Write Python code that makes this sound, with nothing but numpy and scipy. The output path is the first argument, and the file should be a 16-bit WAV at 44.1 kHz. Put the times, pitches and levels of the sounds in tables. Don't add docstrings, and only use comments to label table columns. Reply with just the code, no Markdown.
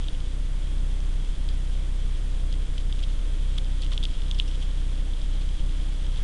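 import sys
import numpy as np
from scipy import signal
from scipy.fft import rfft, irfft
from scipy.io import wavfile
from scipy.ndimage import uniform_filter1d

SR = 44100
rng = np.random.default_rng(int(sys.argv[2]) if len(sys.argv) > 2 else 0)


def how_loud(loudness_db):
    steps = np.asarray(loudness_db, float) / 20
    return 10 ** steps


def master_out(mix):
    frames = np.transpose(np.atleast_2d(mix))
    ceiling = np.clip(frames, -1, 1)
    pcm = np.round(ceiling * 32767).astype(np.int16)
    wavfile.write(sys.argv[1], SR, pcm)


N = 274743
PORT_HZ, PORT_WIDTH_HZ = 3286, 465


def ring(x, hz, width_hz):
    return signal.lfilter(*signal.iirpeak(hz, hz / width_hz, fs=SR), x)


def level(x, db):
    return x * how_loud(db) / np.sqrt(np.mean(x ** 2))


def walk(rate):
    hold = int(SR / rate)
    steps = np.repeat(rng.standard_normal(N // hold + 1), hold)
    slewed = uniform_filter1d(uniform_filter1d(steps, hold), hold)
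    return 1.34 * slewed[:N]


FRAME_S, FIRST_FRAME_S = .032015, -.0013
FIRST_WRITE_S, WRITE_EVERY_S = .1844, 1.
# delay in ms, how many frames it lasts.
CARD_WRITES = [(17, 8), (7.5, 5), (10, 1), (11, 1), (8, 2), (10.5, 3), (10.5, 1)]
# frame number, delay in ms.
HICCUPS = [(15, 6), (17, 4.5), (19, 5), (35, 6), (89, 4.5), (101, 6), (105, 6), (166, 4.5), (167, 5),
           (179, 5.5), (183, 5), (187, 5.5)]


def stalls():
    held = dict(HICCUPS)
    for k, (late_ms, frames) in enumerate(CARD_WRITES):
        write_s = FIRST_WRITE_S + k * WRITE_EVERY_S
        first = int((write_s - FIRST_FRAME_S) / FRAME_S)
        for j in range(frames):
            held[first + j] = late_ms * np.sin(np.pi * (j + 1) / (frames + 1)) ** .5
    return held


# ms after the job starts, step size (linear).
JOB_STEPS = [
    (0.13, 0.098),
    (1.96, 0.059),
    (6.5, 0.035),
    (8.5, -0.037),
    (13, -0.056),
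    (20, -0.055),
    (23.1, -0.039),
]
JOB_END_MS = 29.7
# ms after frame start, step size (linear).
READOUT_STEPS = [
    (2.0, .042),
    (23.4, -.042),
]
DROPPED_FRAMES = [3, 42, 83, 129, 174]


def hum():
    frames = np.arange(-8, int(N / SR / FRAME_S) + 1)
    chance = rng.standard_normal((len(frames), len(JOB_STEPS) + 3))
    late_ms = 0.33 * np.abs(chance[:, -1])
    held = stalls()
    for k, frame in enumerate(frames):
        backlog_ms = 0.492 * late_ms[k - 1]
        late_ms[k] = max(held.get(frame, late_ms[k]), backlog_ms)
    load = how_loud(1.12 * chance[:, -2]) * ~np.isin(frames, DROPPED_FRAMES)

    lead = SR // 2
    current = np.zeros(N + 2 * lead)
    start = lead + (FIRST_FRAME_S + frames * FRAME_S) * SR
    leftover = sum(step for _, step in JOB_STEPS)
    for k, (ms, step) in enumerate(JOB_STEPS + [(JOB_END_MS, -leftover)]):
        hurry = 1 - 0.0121 * ms
        jitter_ms = 0.33 * np.sign(k) * chance[:, k]
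        at_ms = ms + late_ms * hurry + jitter_ms
        np.add.at(current, (start + at_ms * SR / 1000).astype(int), step * load)
    for ms, step in READOUT_STEPS:
        np.add.at(current, (start + ms * SR / 1000).astype(int), step)

    supply_hz, coupling_hz = 61, 6.2
    sag = signal.lfilter(*signal.butter(1, supply_hz, fs=SR), -np.cumsum(current))
    sag = signal.lfilter(*signal.butter(1, 600, fs=SR), sag)
    return signal.lfilter(*signal.butter(1, coupling_hz, "high", fs=SR), sag)[lead:lead + N]


# frequency in Hz, level in dB per Hz.
HISS_COLOR = [(20, 8.5), (50, 4.5), (105, -1), (150, 0), (205, -11.5), (310, -4), (360, -14), (520, -12.5),
              (700, -18.5), (1000, -19.5), (2200, -21.5), (4500, -29.5), (6500, -28.5), (9800, -29)]
# frequency in Hz, rms level in dB.
CLOCK_WHINES = [(480, -72), (531, -71.5), (625, -82), (3400, -84), (4800, -74), (5600, -79), (7400, -82),
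                (9600, -80)]


def circuit():
    hz, db = np.transpose(HISS_COLOR)
    bins_hz = np.fft.rfftfreq(N, 1 / SR) + 1
    color = how_loud(np.interp(np.log(bins_hz), np.log(hz), db))
    hiss = irfft(rfft(rng.standard_normal(N)) * color, N)
    t = np.arange(N) / SR
    whine = sum(np.sqrt(2) * how_loud(db) * np.sin(2 * np.pi * hz * t) for hz, db in CLOCK_WHINES)
    return level(hiss, -40) + whine


def port(x, leak_db):
    return ring(x, PORT_HZ, PORT_WIDTH_HZ) + how_loud(leak_db) * x


# time in seconds, level in dB.
SIFT_LEVEL = [(0.0, -53.5), (0.62, -53.5), (2.9, -53), (3.21, -52), (3.71, -52.5), (4.04, -50),
              (4.48, -50.5), (4.86, -52), (6.06, -50.5), (6.23, -50.5)]
# center in seconds, swell in dB, length in ms.
SNOW_SHOWERS = [(.03, 4, 12), (.13, 3, 6.3), (1.497, 2, 7.3), (2.53, -1, 12), (2.81, 3.5, 18),
                (2.995, 7, 12), (3.035, 8, 9.9), (3.095, 3, 10), (3.583, 17.5, 5.4), (3.83, 7, 16),
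                (3.93, 10, 16), (4.02, 0, 38), (4.39, 7, 7.3), (4.549, 2.5, 20), (4.63, 6, 14),
                (5.42, 7, 8.4), (6.17, 2, 15)]


def sifting(per_s=3500):
    s, db = np.transpose(SIFT_LEVEL)
    t = np.arange(N) / SR
    draw = rng.random((2, N))
    lands = draw[0] < per_s / SR
    size_db = np.minimum(-1.8 * np.log(1 - draw[1]), 9)
    grains = lands * how_loud(size_db) * np.sign(rng.standard_normal(N))
    shower_db = sum(swell_db * np.exp(-(1000 * (t - at) / ms) ** 2) for at, swell_db, ms in SNOW_SHOWERS)
    flurry = how_loud(np.interp(t, s, db) + shower_db + 0.88 * walk(40))
    patter = port(ring(grains, PORT_HZ, 3150.0) + 0.26 * grains, leak_db=-14)
    return flurry * level(patter, 0)


# start in seconds, peak in dB, crack in dB
MORE_CRUMBS = [(0.1485, -35, -30), (0.2034, -38, -6), (1.004, -39, -4), (2.5255, -34, -6),
               (2.538, -37, -14), (2.62, -40, -14), (2.9916, -38, -19), (3.0277, -44, 1),
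               (3.6451, -35, -13), (3.846, -37, -9), (3.8633, -34.5, -15), (3.9313, -34, -9),
               (4.0395, -32, -2), (4.114, -41, -2), (4.1399, -40, -5), (4.264, -38, -19),
               (4.2818, -36, -12), (4.3462, -39, 2), (4.4223, -38, -22), (4.4776, -37, -5),
               (4.512, -35, -15), (4.546, -36, -11), (4.5546, -36, -7), (5.1348, -36, -23),
               (5.216, -37, -8), (5.4892, -40, -9), (5.5952, -36, -19), (5.693, -36, -18),
               (6.0655, -37, -13), (6.1732, -38, -17)]


def specks(count=2):
    stray_db, stray_crack_db = -42, -20
    spread_hz, typical_crumble_ms = 130, 1.04
    luck = rng.standard_normal((len(SNOW_SHOWERS), count, 2))
    strays = []
    for (s, _, ms), rows in zip(SNOW_SHOWERS, luck):
        for a, b in rows:
            strays.append((abs(s + ms / 1000 * a), stray_db + 2 * b, stray_crack_db))
    extra = MORE_CRUMBS + strays
    luck = rng.standard_normal((len(extra), 2))
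    return [(s, db, PORT_HZ + spread_hz * a, crack_db, typical_crumble_ms * np.exp(1.2 * b))
            for (s, db, crack_db), (a, b) in zip(extra, luck)]


# start in seconds, peak in dB, ring in Hz,
# crack in dB above the ring, crumble in ms.
ICE_CRUMBS = [(0.0415, -32, 3450, -20, 0.76), (0.0832, -26.5, 3450, -17, 3.2),
              (1.4885, -31.5, 3320, -6.5, 3.9), (2.7787, -32, 3160, -9, 6.3),
              (2.9258, -26.5, 3430, -15, 1.4), (3.0363, -34, 3000, -6, 1.5), (3.0392, -38, 3230, -8, 3.5),
              (3.5799, -33, 3440, -21, 9.1), (3.5839, -23, 3520, -25, 1.6), (3.82, -34, 3560, -0.5, 2.3),
              (3.8248, -35, 3380, -9, 2.3), (3.8348, -29.5, 3200, -17, 0.6), (3.9189, -29, 3400, -23, 2.4),
              (3.9228, -39, 3630, -22, 11), (3.9341, -31, 3450, -30, 3.6), (3.9775, -17.5, 3330, -18, 0.79),
              (4.0286, -24.5, 3500, -19, 1.6), (4.0353, -25.5, 3430, -11, 6.2),
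              (4.0528, -19, 3350, -14, 0.6), (4.2188, -33, 3300, -11, 2.2), (4.3123, -19.5, 3280, -15, 1.7),
              (4.3878, -31, 3120, -7, 5.3), (4.3986, -10.5, 3180, -22.5, 0.85),
              (4.4013, -28, 3340, -19, 1.8)]


def crumbs(size=1024):
    lowest_crack_hz, crack_spread_hz = 4710, 570
    out, ms = np.zeros(N + size), np.arange(size) / SR * 1000
    rows = ICE_CRUMBS + specks()
    chance = rng.standard_normal((len(rows), 3, size))
    shell = signal.butter(2, [2500, 4000], "band", fs=SR, output="sos")
    for (s, db, hz, crack_db, crumble_ms), (sign, scatter, grit) in zip(rows, chance):
        fade = np.exp(-ms / max(.5 * crumble_ms, .1))
        splinters = sign * how_loud(4.0 * scatter) * fade * 0.059 * np.sqrt(crumble_ms)
        splinters[0] = 1.02 / (1 + 0.39 * crumble_ms)
        body = ring(ring(signal.sosfilt(shell, splinters), hz, 540.0), PORT_HZ, 2200.0)

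        crack_hz = min(lowest_crack_hz + crack_spread_hz * abs(scatter[0]), 9000)
        grit = grit * fade * (1 - np.exp(-ms / 0.28))
        crack = ring(ring(grit, crack_hz, 1100.0), crack_hz, 1900.0)
        crack = crack + 0.25 * ring(ring(grit, 6500.0, 5000.), 6800.0, 6000.)

        tick = body / np.abs(body).max() + how_loud(crack_db + 3.5) * crack / np.abs(crack).max()
        start = int(s * SR)
        out[start:start + size] += how_loud(db) * tick
    return out[:N]


# center in seconds, peak in dB, length in ms.
CLUMP_KNOCKS = [
    (0.086, -51, 3),
    (3.583, -46, 2.7),
    (4.3977, -35, 0.7),
    (3.923, -43.5, 5),
    (3.931, -53, 6.1),
    (3.941, -54, 3.3),
    (4.039, -46, 4.4),
    (6.2, -53, 49),
]


def knocks():
    t = np.arange(N) / SR
    swell = sum(how_loud(db) * np.exp(-(1000 * (t - s) / ms) ** 2) for s, db, ms in CLUMP_KNOCKS)
    return swell * level(ring(rng.standard_normal(N), 1100.0, 1600.0), 0)


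def scene():
    camera = hum() + circuit()
    snow = sifting() + crumbs() + knocks()
    return (camera + snow)[None]


def low_pass(x):
    return signal.sosfilt(signal.butter(12, 11250, fs=SR, output="sos"), x)


def record(dry):
    top_hz, offset = 12020, -.0204
    cut = signal.sosfilt(signal.cheby2(10, 60, top_hz, fs=SR, output="sos"), dry)
    return low_pass(cut + offset)


dry = scene()
out = record(dry)
master_out(out)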